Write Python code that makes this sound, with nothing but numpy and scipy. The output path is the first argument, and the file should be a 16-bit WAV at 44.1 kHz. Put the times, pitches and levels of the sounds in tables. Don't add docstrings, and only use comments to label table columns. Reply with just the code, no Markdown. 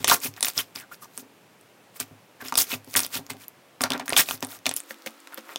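import sys
import numpy as np
from scipy import signal
from scipy.fft import rfft, irfft
from scipy.io import wavfile
from scipy.ndimage import uniform_filter1d

SR = 44100
rng = np.random.default_rng(int(sys.argv[2]) if len(sys.argv) > 2 else 0)


def wav_record(signal):
    frames = np.transpose(np.atleast_2d(signal))
    bounded = np.clip(frames, -1, 1)
    quanta = np.round(bounded * 32767).astype(np.int16)
    wavfile.write(sys.argv[1], SR, quanta)


N = 246078
TIME = np.arange(N) / SR
EDGE_HZ = 16000


def amp(db):
    return 10 ** (np.asarray(db) / 20)


def unit(x):
    return x / np.sqrt(np.mean(x ** 2) + 1e-20)


def read(points, hz):
    f, value = np.transpose(points)
    return np.interp(np.log(hz + 1), np.log(f + 1), value)


def add(mix, start_s, sound):
    part = mix[max(round(start_s * SR), 0):][:len(sound)]
    part += sound[:len(part)]


def noise(spectrum):
    gain = amp(read(spectrum, np.fft.rfftfreq(N, 1 / SR)))
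    return unit(irfft(rfft(rng.standard_normal(N)) * gain, N))


def fade(t, t60_s):
    return np.exp(-np.log(1000) * t / t60_s)


def highpass(x, hz, order):
    return signal.sosfilt(signal.butter(order, hz, "high", fs=SR, output="sos"), x)


# from_s, to_s
SCENE_CHANGE = (4.6, 4.85)


def second_scene():
    return np.interp(TIME, SCENE_CHANGE, (0, 1))


# frequency_hz, relative_level_db (per Hz)
EARLY_TONE = [(25, -30.5), (60, -32), (105, -7.5), (150, -4.5), (260, -6), (550, -6), (800, -9),
              (1600, -13.5), (2600, -14.5), (4000, -20.5), (8000, -25), (16000, -28)]
# frequency_hz, relative_level_db (per Hz)
LATE_TONE = [(30, -40), (130, -20), (220, -0.5), (350, 2.5), (440, -4), (520, 8), (600, -1.5), (1000, 1),
             (1350, -1), (2200, -3.5), (6000, -11), (10000, -15), (16000, -15)]
# frequency_hz, level_db (rms)
LATE_HUM = [(282, -64), (332, -64.5), (1296, -68)]


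def hush(early_db=-56, late_db=-53.5, waver_rad=0.23):
    late = second_scene()
    drift = [(1, -3), (5, -8), (20, -40), (200, -120)]
    hum = np.zeros(N)
    for hz, level_db in LATE_HUM:
        phase = 2 * np.pi * hz * TIME + waver_rad * noise(drift)
        hum += amp(level_db) * np.sqrt(2) * np.sin(phase)
    early_tone = amp(early_db) * noise(EARLY_TONE)
    late_tone = amp(late_db) * noise(LATE_TONE) + hum
    return np.sqrt(1 - late) * early_tone + np.sqrt(late) * late_tone


# frequency_hz, relative_level_db
ROOM_COLOUR = [(100, -27.5), (270, 23), (500, -3.5), (900, 19), (1800, 10.5), (3000, -1), (6000, 4),
               (16000, 3.5)]
# frequency_hz, t60_s
ROOM_T60 = [(200, 0.31), (1000, 0.037), (4000, 0.15), (9000, 0.1), (16000, 0.059)]
# frequency_hz, relative_level_db, t60_s
ROOM_MODES = [(789, -10.5, 0.36), (958, 15, 0.026), (1183, 4.5, 0.092), (1606, -1.5, .1),
              (1890, -18.5, .09), (2506, 5.5, 0.054), (3520, 7, 0.068)]


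def room(x, wet_db=-11, gap_s=0.00025, modes_db=-52):
    hz, t, bands = signal.stft(rng.standard_normal(SR // 3), SR, nperseg=128)
    bands = bands * amp(read(ROOM_COLOUR, hz))[:, None] * fade(t, read(ROOM_T60, hz)[:, None])
    tail = signal.istft(bands, SR, nperseg=128)[1]
    t = TIME[:len(tail)]
    tail = tail * (1 - np.exp(-(t / gap_s) ** 2))
    modes = sum(amp(db) * fade(t, t60_s) * np.cos(2 * np.pi * hz * t) for hz, db, t60_s in ROOM_MODES)
    response = amp(wet_db) * tail / np.linalg.norm(tail) + amp(modes_db) * modes
    return signal.fftconvolve(x, response)[:N]


# start_s, level_db (relative), boom_db (relative to the knock, before their balance)
THUDS = [(0.001, -33, 2), (0.079, -27, -12), (0.112, -22, -24), (0.249, -24.5, -34), (0.273, -42, 12),
         (0.431, -32, -18), (0.565, -33.5, -1.5), (0.752, -38, -7), (1.177, -34.5, -32), (1.22, -36.5, -30),
         (2, -29.5, -7.5), (2.108, -38, 2.5), (2.42, -30.5, -16), (2.453, -33.5, -22), (2.522, -29, -29),
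         (2.612, -39, -21), (2.725, -24.5, -30), (2.742, -31.5, 0.5), (2.87, -34.5, -5), (2.954, -21, -9),
         (2.985, -28.5, -16), (3.018, -31, -21), (3.153, -27, -8), (3.184, -27, -7.5), (3.305, -30, -5),
         (3.34, -33, -19), (3.805, -20.5, -13), (3.836, -20, -12), (3.904, -18.5, -20), (3.944, -19.5, -30),
         (4.006, -25.5, -22), (4.088, -28, -13), (4.123, -24.5, -28), (4.168, -27, -26), (4.292, -35, -9),
         (4.335, -33.5, -4), (4.426, -21.5, -10.5), (4.666, -23.5, -10), (4.905, -36, -41),
         (5.061, -29, -39), (5.377, -33, -42)]
# frequency_hz (before slight detuning), relative_level_db, t60_s
KNOCK = [(257, -1, 0.15), (281.6, -13.5, 0.37), (362, -46, 0.023), (399, -5.5, 0.094), (544, -4.5, 0.039)]
# frequency_hz (before slight detuning), relative_level_db, t60_s
BOOM = [(104.5, -6.5, 0.34), (145, -5, 0.15)]
# frequency_hz (before slight detuning), relative_level_db, t60_s
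LATE_KNOCK = [(225, -3.5, 0.18), (314, -1.5, 0.089), (532, 12, 0.046), (616, -18, 0.073)]


def thuds(knock_db=-5, boom_db=-4, slap_db=-15, slap_s=0.021, rise_s=0.0046, detune=0.0043,
          slap_growth=0.3, soft_db=-30):
    out, t = np.zeros(N), np.arange(SR // 3) / SR
    slap = noise([(40, -44.0), (150, -6.5), (280, -19.5), (500, -9), (800, -4), (1300, -15), (4000, -48)])
    push = 1 - np.exp(-(t / rise_s) ** 2)
    for start_s, level_db, deep_db in THUDS:
        force_db = slap_db + slap_growth * (level_db - soft_db)
        fresh_slap = np.roll(slap, rng.integers(N))[:len(t)]
        sound = amp(force_db) * np.exp(-t / slap_s) * fresh_slap
        knock = KNOCK if start_s < SCENE_CHANGE[1] else LATE_KNOCK
        for modes, modes_db in ((knock, knock_db), (BOOM, boom_db + deep_db)):
            for hz, mode_db, t60_s in modes:
                turns = hz * (1 + detune * rng.uniform(-1.27, 1)) * t + rng.random()
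                sound += amp(modes_db + mode_db) * fade(t, t60_s) * np.sin(2 * np.pi * turns)
        add(out, start_s, amp(level_db) * sound * push)
    return out


# start_s, length_s, level_db (rms), start_pitch_hz, end_pitch_hz
SQUEAKS = [(0.368, 0.014, -54, 1830, 1850), (0.574, 0.039, -31, 3427, 2942),
           (0.797, 0.056, -52.5, 1940, 1418), (0.911, 0.027, -44.5, 1166, 1712),
           (0.938, 0.017, -56, 1614, 1560), (1.018, 0.021, -49.5, 1225, 1210),
           (1.038, 0.024, -54, 1186, 1160), (2.401, 0.03, -43, 1714, 1570), (2.437, 0.034, -60, 2010, 2250),
           (2.706, 0.036, -34, 2418, 2663), (3.932, 0.036, -39, 1728, 1540),
           (4.003, 0.032, -50, 1714, 1580), (4.081, 0.03, -40, 1970, 1760)]


def squeaks(width_hz=180):
    out = np.zeros(N)
    ring_on = np.exp(-np.pi * width_hz / SR)
    for start_s, length_s, level_db, from_hz, to_hz in SQUEAKS:
        sputter = rng.standard_normal(SR // 8) + 1j * rng.standard_normal(SR // 8)
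        ring = signal.lfilter([1], [1, -ring_on], sputter)[-int(length_s * SR):]
        turn = np.exp(2j * np.pi * np.cumsum(np.geomspace(from_hz, to_hz, len(ring))) / SR)
        squeak = (ring * turn).real * signal.windows.tukey(len(ring), .5)
        add(out, start_s, amp(level_db) * unit(squeak))
    return out


# full_flow_s, rise_s, hold_s, fizz_db (tiny bubbles, relative),
# squelch_db (larger bubbles, relative), squelch_pitch_hz (centre)
PRESSES = [(0.005, .01, 0.099, -49, -43.5, 3310), (0.079, 0.0066, 0.027, -20, -19, 2390),
           (0.121, 0.005, .02, -17, -17, 1455), (0.238, 0.038, 0.032, -27.5, -33, 2450),
           (0.375, 0.024, .003, -47.5, -37.5, 1920), (0.472, 0.062, 0.02, -29, -32.5, 2600),
           (0.586, 0.045, 0.018, -27, -26.5, 2880), (0.754, 0.0088, 0.058, -41.5, -38.5, 2300),
           (0.924, .02, .02, -46, -64, 1423), (1.026, 0.026, 0.013, -43.5, -52, 1227),
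           (1.198, 0.096, 0.0048, -42, -54, 2230), (1.961, 0.024, 0.011, -45, -47.5, 1138),
           (2.004, 0.0089, 0.0025, -28, -25.5, 2270), (2.414, .02, .004, -45, -35, 1670),
           (2.45, 0.023, 0.047, -41, -36, 2690), (2.575, 0.0061, 0.043, -16, -34.5, 2780),
           (2.713, 0.069, 0.034, -32, -32, 2800), (2.905, 0.071, 0.022, -46.5, -55, 2700),
           (2.938, .02, .004, -37.5, -40, 2600), (2.966, 0.0074, .008, -15.5, -26, 1840),
           (2.996, .01, 0.055, -32.5, -34.5, 2750), (3.144, 0.041, 0.029, -29.5, -28.5, 3090),
           (3.302, 0.0087, .002, -34.5, -28.5, 2620), (3.416, 0.066, 0.027, -49, -47.5, 2450),
           (3.816, 0.0097, 0.0023, -28, -55, 2620), (3.84, 0.03, 0.024, -46, -25.5, 1250),
           (3.904, 0.0069, 0.062, -52, -27.5, 1510), (3.998, 0.006, 0.0043, -66, -26.5, 1640),
           (4.058, .004, 0.0032, -42.5, -43, 905), (4.137, 0.045, .004, -39, -28.5, 2500),
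           (4.18, 0.02, 0.024, -12.5, -14, 2525), (4.293, 0.061, 0.053, -32, -39, 1990),
           (4.425, .007, 0.014, -41, -33.5, 1900), (4.507, 0.052, 0.057, -41.5, -43.5, 1490),
           (4.665, 0.016, .004, -36, -39, 3320), (4.718, 0.026, .004, -55, -37, 2910),
           (4.766, 0.01, .005, -29, -52.5, 2465), (4.907, 0.054, 0.0075, -43.5, -44, 2020),
           (5.062, 0.003, 0.0019, -35.5, -29, 2510), (5.331, .04, .005, -56, -39, 1474),
           (5.376, 0.006, 0.0016, -41.5, -32, 2300), (5.508, 0.12, 0.024, -50.5, -40, 1400)]


def airflow(step=32, swell_db=26, sag_db_per_s=65, fall_db_per_s=700, relax_db=-24.5, relax_db_per_s=156):
    full_s, rise_s, hold_s, fizz_db, squelch_db, hz = np.transpose(PRESSES)[:, :, None]
    clock = TIME[::step]
    t = clock - full_s
    after = np.maximum(t - hold_s, 0)
    swell = swell_db * np.minimum(t / rise_s, 0)
    sag = sag_db_per_s * np.clip(t, 0, hold_s)
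    release = np.maximum(-fall_db_per_s * after, relax_db - relax_db_per_s * after)
    shape = np.maximum(swell - sag + release, -120)
    fizz, squelch = amp(fizz_db + shape) ** 2, amp(squelch_db + shape) ** 2
    pitch = (hz * squelch).sum(0) / squelch.sum(0)
    curves = 10 * np.log10(fizz.sum(0)), 10 * np.log10(squelch.sum(0)), pitch
    return [np.interp(TIME, clock, curve) for curve in curves]


def swarm(level_db, pitch_hz, per_s, cycles, size_db, crowd_s, sag=0.014, size=256):
    at = np.flatnonzero(rng.random(N) < per_s / SR)
    hz = np.clip(pitch_hz[at], 200, SR / 2.2)[:, None]
    age = hz * np.arange(size) / SR / cycles
    turns = cycles * np.log1p(sag * age) / sag * (1 + sag / 2)
    strength = amp(size_db * np.minimum(rng.exponential(1, N)[at], 4)) * rng.choice([-1, 1], N)[at]
    rings = strength[:, None] * np.sqrt(hz) * np.exp(-age) * np.sin(2 * np.pi * turns)
    places = at[:, None] + np.arange(size)
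    x = unit(np.bincount(places.ravel(), rings.ravel(), N + size)[:N])
    window = signal.windows.hann(int(crowd_s * SR) + 3)
    power = signal.oaconvolve(x ** 2, window / window.sum(), "same")
    return amp(level_db) * x / np.sqrt(abs(power) + 0.043)


# pitch_hz, relative_share_db
FIZZ = [(2500, -5), (4000, -7), (5500, 1.5), (7000, -0.5), (9000, 0.5), (12000, -0.5), (14000, 5.5),
        (16000, 1.5)]


def squeezes(fizz_db=-1, crackle_db=-7.5, squelch_db=-6.0, gurgle_db=-7,
             crackle_hz=5500, squelch_spread=0.466, gurgle_spread=0.091):
    fizz, squelch, hz = airflow()
    grid_hz = np.arange(FIZZ[0][0], EDGE_HZ, 20)
    share = amp(read(FIZZ, grid_hz)) ** 2
    fizz_hz = np.interp(rng.random(N), np.cumsum(share) / share.sum(), grid_hz)
    fine = swarm(fizz + fizz_db, fizz_hz, per_s=5000, cycles=3.2, size_db=2.5, crowd_s=0.053, size=192)
    crackle_pitch = crackle_hz * np.exp(.5 * rng.standard_normal(N))
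    crackle = swarm(fizz + crackle_db, crackle_pitch, per_s=240, cycles=2.1, size_db=5.5, crowd_s=0.08)
    wide_hz = 0.985 * hz * np.exp(squelch_spread * rng.standard_normal(N))
    wide = swarm(squelch + squelch_db, wide_hz, per_s=900, cycles=2.68, size_db=2.0, crowd_s=0.027,
                 sag=0.47, size=512)
    gurgle_hz = hz * np.exp(gurgle_spread * rng.standard_normal(N))
    gurgle = swarm(squelch + gurgle_db, gurgle_hz, per_s=440, cycles=1.8, size_db=16.5, crowd_s=0.0027, size=512)
    return fine + crackle + wide + gurgle


# from_s, to_s, tick_level_db (before random strength)
PEELS = [(0.0, 0.62, -39), (2.4, 3.46, -39), (3.795, 4.61, -35), (4.66, 5.575, -45)]


def peeling(per_s=30, tick_hz=6000, spread=0.6, decay_s=0.00037, size_db=4, grit=0.74, size=256):
    out, t = np.zeros(N), np.arange(size) / SR
    chance, strength = rng.random(N), rng.exponential(1, N)
    pitch, rasp = rng.standard_normal(N), rng.standard_normal(N + size)
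    for from_s, to_s, level_db in PEELS:
        peels_now = (chance < per_s / SR) & (TIME > from_s) & (TIME < to_s)
        for at in np.flatnonzero(peels_now):
            hz = min(tick_hz * np.exp(spread * pitch[at]), EDGE_HZ)
            tick = np.exp(-t / decay_s) * (np.sin(2 * np.pi * hz * t) + grit * rasp[at:at + size])
            add(out, at / SR, amp(level_db + size_db * min(strength[at], 2)) * tick)
    return out


# start_s, ring_db (relative), pitch_hz (before it sinks and flutters),
# ring_decay_s, snap_db (of the tearing skin, relative)
POPS = [(0.0444, -4, 6010, 0.00095, -1), (0.0736, -13, 3800, 0.00089, -15), (0.079, -8, 9370, 0.0021, -13),
        (0.0973, -3, 4590, 0.0023, -2), (0.1124, -2.5, 1496, 0.0022, -2.5), (0.1172, -3, 997, 0.0024, -17),
        (0.1434, -10.5, 9800, 0.0014, -16), (0.2027, -26, 9100, .0007, -35),
        (0.4077, -17, 9300, 0.0013, -21), (0.4275, -6, 9120, 0.0018, -5.5), (0.4358, -13, 9200, .0009, -32),
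        (0.4473, -17, 9040, 0.0014, -9), (0.4561, -8.5, 13700, .0009, -32), (0.4837, -15, 8650, .0012, -18),
        (0.5779, -4, 4950, 0.00084, -20), (0.7595, -20.5, 4900, 0.00081, -22.5),
        (1.1771, -11, 9130, 0.00023, -14), (1.612, -35, 10650, 0.00027, -48),
        (2.0009, -14.5, 8300, 0.00082, -16), (2.4839, -22.5, 5300, 0.0011, -24),
        (2.5238, -18, 956, 0.0024, -25), (2.5407, -23, 5740, 0.00098, -19),
        (2.5551, -8, 5340, 0.00056, -4.5), (2.5779, 1, 9660, 0.0015, -6), (2.7175, -23, 2710, .0015, -25),
        (2.7388, -23, 2630, 0.0027, -22), (2.9405, -26, 8350, .001, -14.5), (2.953, -8.5, 1630, .0012, -24),
        (2.9619, -5.5, 8550, 0.0014, -11), (2.9706, -3, 8850, 0.00033, -1), (2.9921, -9, 9600, 0.001, -5.5),
        (3.0034, -7, 9100, 0.00046, -11.5), (3.0337, -15, 5800, 0.00057, -20),
        (3.0481, -20, 4830, 0.00077, -19.5), (3.0644, -13.5, 10300, 0.00035, -19),
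        (3.3039, -19, 2580, 0.00049, -15.5), (3.4821, -19, 13300, 0.00052, -34),
        (3.808, -16.5, 1240, 0.0013, -21), (3.8178, -15, 8780, 0.0021, -20),
        (3.8375, -14, 1540, 0.0026, -9.5), (3.9041, -22.5, 2400, 0.0013, -12.5),
        (3.9198, -11.5, 3800, 0.00085, -14), (3.9343, -19.5, 3900, 0.0016, -19),
        (3.9963, -42, 1660, 0.0047, -30), (4.08, -23.5, 1780, 0.0016, -20.5),
        (4.0939, -9.5, 9800, 0.00065, -25), (4.103, -20.5, 1470, 0.0018, -20),
        (4.1248, -10, 760, 0.00079, -16.5), (4.1318, -8.5, 2280, 0.00078, -20),
        (4.165, -2.5, 3265, .0024, -2), (4.1748, -7.5, 8440, 0.0033, -8), (4.2877, -21, 2260, 0.002, -21.5),
        (4.3101, -15, 3060, 0.0008, -9), (4.4269, -18, 680, 0.00064, -12.5),
        (4.4477, -18.5, 8750, 0.00096, -27), (4.6576, -12, 2960, 0.00051, -12),
        (4.6649, -11, 2480, 0.0026, -9), (4.6921, -11, 7370, 0.0011, -17),
        (4.7131, -22, 3140, 0.00068, -12.5), (4.739, -13.5, 10850, 0.00065, -27),
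        (4.7648, 0.5, 9100, 0.00023, -24), (4.8031, -13, 9100, 0.00026, -24),
        (4.9081, -22.5, 1910, 0.0017, -31), (5.0725, -18, 2390, 0.001, -29),
        (5.2729, -35, 1460, 0.0014, -32.5), (5.3235, -34.5, 1480, 0.0019, -48),
        (5.3439, -21.5, 12300, 0.00071, -31), (5.4923, -26, 1410, 0.00063, -43),
        (5.5594, -13.5, 3450, 0.00058, -13)]
# frequency_hz, relative_level_db
SNAP = [(100, -40), (300, -19.5), (700, 9), (1500, -1.5), (4000, 8), (8000, 2.5), (12000, -4.5),
        (16000, -9)]


def pops(ring_db=1, snap_db=-1.5, sag=0.21, sag_decays=1.97, middle_hz=2000, flutter=0.1,
         snap_share=0.93, size=900):
    out, t, tear = np.zeros(N), np.arange(size) / SR, noise(SNAP)
    for k, (start_s, level_db, hz, decay_s, tear_db) in enumerate(POPS):
        decay_s = max(decay_s, 1 / SR)
        rim = unit(uniform_filter1d(rng.standard_normal(size), size=max(int(2 * SR / hz), 2)))
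        pocket_sag = sag * (middle_hz / hz) ** .35
        glide = np.exp(pocket_sag * (3 * np.exp(-t / decay_s / sag_decays) - 2))
        turns = np.cumsum(hz * glide * (1 + flutter * rim)) / SR
        ring = np.exp(-t / decay_s) * np.sin(2 * np.pi * turns) * (1 - np.exp(-turns / 0.1))
        snap = np.exp(-t / (decay_s * snap_share)) * tear[k * size:][:size]
        pop = amp(level_db + ring_db) * ring + amp(tear_db + snap_db) * snap
        add(out, start_s, pop * (1 - np.exp(-t / .00008)))
    return out


def scene():
    bursts = pops() + peeling()
    air = squeezes() + squeaks()
    reflections = room(bursts + amp(-4.0) * air)
    return (bursts + air + reflections + thuds() + hush())[None]


def record(dry, ceiling=0.34, bass_hz=60, late_bass_hz=170):
    late = second_scene() ** 2
    thin = highpass(dry, bass_hz, order=2) * (1 - late) + highpass(dry, late_bass_hz, order=2) * late
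    squashed = thin / (1 + abs(thin / ceiling) ** 6) ** (1 / 6)
    lowpass = signal.firwin(255, EDGE_HZ, window=("kaiser", 8), fs=SR)
    return signal.oaconvolve(squashed, lowpass[None], "same")


dry = scene()
out = record(dry)
wav_record(out)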